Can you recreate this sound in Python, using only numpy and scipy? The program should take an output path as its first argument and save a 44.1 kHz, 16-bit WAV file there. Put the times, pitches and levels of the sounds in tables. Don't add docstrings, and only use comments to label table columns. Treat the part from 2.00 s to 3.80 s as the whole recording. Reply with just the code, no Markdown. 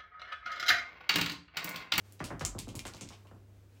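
import sys
import numpy as np
from scipy import signal
from scipy.fft import rfft, irfft
from scipy.io import wavfile

SR = 44100
rng = np.random.default_rng(int(sys.argv[2]) if len(sys.argv) > 2 else 0)


def dump_mix(stems):
    frames = np.atleast_2d(stems).T
    limited = np.clip(frames, -1, 1)
    pcm = np.round(limited * 32767).astype(np.int16)
    wavfile.write(sys.argv[1], SR, pcm)


N = 79380
SIZE = int(.6 * SR)
HZ = np.maximum(np.arange(SIZE + 1) * SR / (2 * SIZE), 1)


def from_db(db):
    return 10 ** (np.asarray(db) / 20)


def at_hz(points, hz):
    frequencies, values = np.transpose(points)
    return np.interp(np.log(hz), np.log(frequencies), values)


def causal(db):
    cepstrum = irfft(db * np.log(10) / 20)
    cepstrum[1:SIZE] *= 2
    cepstrum[SIZE + 1:] = 0
    return np.exp(rfft(cepstrum))


def noise(spectrum):
    hz = np.maximum(np.arange(N // 2 + 1) * SR / N, 1)
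    x = irfft(rfft(rng.standard_normal(N)) * from_db(at_hz(spectrum, hz)), N)
    return x / x.std()


def add(out, s, x):
    i = int(s * SR)
    out[i:i + len(x)] += x[:N - i]


def uneven(spread_db=1.5, per_octave=12):
    bumps = rng.standard_normal(400)
    return spread_db * np.interp(np.log2(HZ) * per_octave, np.arange(400), bumps) * (HZ > 400)


def background():
    # (frequency [Hz], level [dB])
    tones = [(99.6, -57.5), (199.2, -84)]
    # (frequency [Hz], relative level [dB])
    air = [(25, -25), (45, -28), (70, 10), (110, -6.5), (160, -7), (280, -4), (400, -7), (600, -13),
           (1000, -26.5), (1600, -24.5), (3000, -46), (6000, -46), (16000, -35)]
    t = np.arange(N) / SR
    waver = from_db(.5 * np.interp(t, np.linspace(0, N / SR, 30), rng.standard_normal(30)))
    hum = sum(np.sqrt(2) * from_db(db) * np.sin(2 * np.pi * (hz * t + rng.random())) for hz, db in tones)
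    return hum * waver + from_db(-64) * noise(air)


def room_tails(count, lag_cycles, build_s):
    # (frequency [Hz], time to fade by 60 dB [s])
    fade_times = [(45, 1.7), (100, 0.17), (220, 0.42), (530, 0.29), (1400, 0.36), (3700, 0.23), (8000, 0.2),
                  (15000, 0.14)]
    edges = 25 * 2 ** np.arange(0, 9.5, 1 / 3)
    t, tails = np.arange(SIZE) / SR, np.zeros((count, SIZE))
    white = rfft(rng.standard_normal(4 * SIZE))
    white_hz = np.arange(len(white)) * SR / (4 * SIZE)
    starts = (rng.random(count) * 3 * SIZE).astype(int)
    for low, high in zip(edges, edges[1:]):
        hz = np.sqrt(low * high)
        band = irfft(white * ((white_hz >= low) & (white_hz < high)))
        age = np.maximum(t - lag_cycles / hz, 0)
        shape = (1 - np.exp(-age / build_s)) * from_db(-60 * age / at_hz(fade_times, hz))
        for tail, i in zip(tails, starts):
            x = band[i:i + SIZE] * shape
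            tail += x * np.sqrt(2 * (high - low) / SR / (x @ x))
    return rfft(tails, 2 * SIZE)


def first_arrivals():
    # (delay [s], level against the direct sound [dB])
    echoes = [(.0037, -10), (.0058, -15), (.0106, -10)]
    x = np.zeros(2 * SIZE)
    x[0] = 1
    for s, db in echoes:
        x[int(s * SR * rng.uniform(.93, 1.07))] += from_db(db)
    return rfft(x)


def basket(creak_hz=2490, creak_width_hz=410, slips_per_s=480):
    # (time [s], level [dB])
    rustle_levels = [(0, -66.5), (.035, -72.5), (.055, -65), (.15, -68.5), (.25, -74.5), (1.2, -70.5),
                     (1.45, -75.5), (1.53, -74.5), (1.56, -72.5), (1.68, -74.5), (1.78, -71)]
    # (frequency [Hz], relative level [dB])
    rustle_tone = [(100, -15), (400, 1.5), (1200, -1), (1900, -2), (2600, -3), (4000, -6), (7500, -8),
                   (10000, -13), (16000, -15)]
    # (time [s], level [dB])
    creak_levels = [(1.6, -91), (1.701, -85), (1.775, -76.5), (1.8, -70)]
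    t = np.arange(N) / SR
    rustle_gain = from_db(np.interp(t, *np.transpose(rustle_levels)))
    creak_gain = from_db(np.interp(t, *np.transpose(creak_levels)))
    slips = (rng.random(N) < slips_per_s / SR) * rng.standard_normal(N)
    creak = signal.lfilter(*signal.iirpeak(creak_hz, creak_hz / creak_width_hz, fs=SR), slips + 1e-18)
    return rustle_gain * noise(rustle_tone) + creak_gain * creak / creak.std()


def crack(fade_s=.0005):
    burst = rfft(rng.standard_normal(256) * np.exp(-np.arange(256) / SR / fade_s), 2 * SIZE)
    return burst / (np.abs(burst) + 1e-9)


def toys(gain_db=8, ring_octaves=.42):
    # (time [s], level [dB], ring pitch [Hz], ring [dB],
    # body [dB], edge [dB], direct sound [dB], lasting notes [dB])
    clacks = [(0.1234, -43, 14800, 8, -3, 5.5, 1.5, -19.5), (0.1933, -41, 5460, 9.5, 15.5, -6, -13, -26),
              (.2418, -21.5, 10000, 3.5, 4, -3.5, -5.5, -38), (0.3953, -33, 6140, 9.5, 3, -4, -3.5, -22),
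              (0.412, -31, 4230, 5, 6, -5, -1, -32), (0.4506, -20, 7200, 12, -3, 0, 1.5, -8),
              (0.5847, -33, 3970, 9, 7, -3, -6, -34), (.5893, -23, 7800, 4.5, 0.5, -2, 1, -23),
              (.6820, -36, 7600, 5.5, 3, -3, -4, -25), (0.689, -33, 2920, 7.5, -1, -6, -2, -12),
              (0.7533, -28, 7800, 2, 3, 6, -3, -24), (0.7584, -33, 8000, 5, -8, -4, 0.5, -19),
              (0.7927, -31, 5800, 5.5, 6.5, 1, 4, -6.5), (0.853, -25.5, 4450, -1, 8.5, -4.5, -6.5, -18),
              (0.868, -33, 8300, 9.5, -12, -3.5, 2.5, -22), (.8790, -33.5, 6150, 5, -2, -2, 0, -19),
              (0.9371, -39, 4800, 11, 7.5, -3, -0.5, -22), (.9480, -38.5, 7000, 7.5, -15, -16, -2, -26),
              (.9680, -34.5, 3800, -1, 6.5, -5, -2.5, -29), (0.984, -46, 5500, -10, 13, -14, -16, -9),
              (1.0104, -29.5, 7500, 12, 7.5, -7.5, -4.5, -22), (1.017, -47, 7500, 8, -9, -18, -7, -19),
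              (1.0750, -46.5, 5000, 3, 7, -22, 3.5, -26), (1.089, -32.5, 5550, 1, 0, -9.5, 2.5, -12),
              (1.1100, -42, 3000, -1, 10.5, -5, -6, -17), (1.123, -34, 5900, 1, 8.5, -13, -8, -28),
              (1.1400, -51, 6000, -8, 9, -12, -9, -18), (1.2710, -52.5, 3150, 2.5, 14, 1, -1, -15)]
    # (body [Hz], middle [Hz], edge [Hz])
    part_hz = [2460, 6160, 12700]
    # (frequency [Hz], relative level [dB])
    toy_tone = [(200, -28), (1000, -15), (1750, -8), (2200, -1), (3000, 1), (3700, 1), (5300, 1), (8000, 1),
                (10500, -4.5), (13000, -7.5), (16000, -11.5)]
    # (frequency [Hz], relative level [dB], time to fade by 60 dB [s])
    toy_notes = [(2143, -27.5, 0.19), (2270, -34, 0.15), (2393, -30, 0.17), (2786, -30.5, 0.14),
                 (3135, -27.5, 0.072), (4880, -43, 0.087), (5540, -27, 0.051)]
    out, t = np.zeros(N), np.arange(SIZE) / SR
    waves = [from_db(db - 60 * t / fade_s) * np.sin(2 * np.pi * hz * t) for hz, db, fade_s in toy_notes]
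    notes = rfft(waves, 2 * SIZE)
    tails = room_tails(len(clacks), lag_cycles=0, build_s=.0036)
    for (s, db, ring_hz, ring_db, body_db, edge_db, direct_db, notes_db), tail in zip(clacks, tails):
        ring = ring_db / (1 + (np.log2(HZ / ring_hz) / ring_octaves) ** 2)
        balance = at_hz(list(zip(part_hz, (body_db, 0, edge_db))), HZ)
        tone_db = db + at_hz(toy_tone, HZ) + ring + balance + uneven()
        strengths = from_db(notes_db + 3 * rng.uniform(-1, 1, len(notes)))
        response = tail + from_db(direct_db) * crack() * first_arrivals() + strengths @ notes
        add(out, s, irfft(causal(tone_db) * response)[:SIZE])
    return from_db(gain_db) * out


def balls(gain_db=12, lag_cycles=1.9, felt_slope=4.7, scuff_db=-19.5):
    # (time [s], boom [dB], thump [dB], pock [dB],
    # where the treble falls away [Hz], direct sound [dB])
    bounces = [(0.203, 0, -6.5, -8.5, 2370, -3), (0.304, 0, -5.5, -8.5, 1960, -6.5),
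               (0.4089, 1.5, -7.5, -8, 2860, -4.5), (0.5487, 0, -7, -16, 1240, -3.5),
               (.6710, -10, -9, -19.5, 1300, -5.5), (.7440, -5.5, -11, -19.5, 1220, -5),
               (0.852, -17, -15, -14.5, 3000, -2.5), (.9430, -15.5, -22, -21, 1360, -3),
               (1.0105, -11.5, -11, -24, 1510, -3.5), (1.1040, -21, -28, -20.5, 1390, -4.5),
               (1.2480, -44, -31, -27, 1400, -14), (1.3120, -14.5, -19.5, -26.5, 1670, -2.5),
               (1.4850, -34, -35, -39, 930, -7)]
    # (boom [Hz], thump [Hz], pock [Hz])
    part_hz = [83, 250, 895]
    # (frequency [Hz], relative level [dB])
    ball_tone = [(30, -11.5), (45, 3), (65, -5), (110, 5), (170, 1.5), (300, 3), (480, -3), (700, -1.5),
                 (900, -4), (1060, -2), (1250, -4.5), (2100, -8), (3000, -12.5), (16000, -21.5)]
    out = np.zeros(N)
    lag = np.exp(-2j * np.pi * lag_cycles * np.log(HZ))
    tails = room_tails(len(bounces), lag_cycles, build_s=.0023)
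    for (s, *part_db, top_hz, direct_db), tail in zip(bounces, tails):
        soft_contact = 1 / (1 + (HZ / top_hz) ** (2 * felt_slope))
        scuff = from_db(scuff_db) ** 2 / (1 + (HZ / top_hz / 2) ** 2)
        felt_db = 10 * np.log10(soft_contact + scuff)
        balance = at_hz(list(zip(part_hz, part_db)), HZ)
        tone_db = at_hz(ball_tone, HZ) + balance + felt_db + uneven()
        response = tail + from_db(direct_db) * lag * first_arrivals()
        add(out, s, irfft(causal(tone_db) * response)[:SIZE])
    return from_db(gain_db) * out


def scene():
    return (background() + basket() + balls() + toys())[None]


def record(dry, low_cut_hz=38, high_cut_hz=16000):
    x = signal.sosfilt(signal.butter(4, low_cut_hz, "high", fs=SR, output="sos"), dry)
    return signal.sosfilt(signal.ellip(10, .2, 70, high_cut_hz, fs=SR, output="sos"), x)


dry = scene()
out = record(dry)
dump_mix(out)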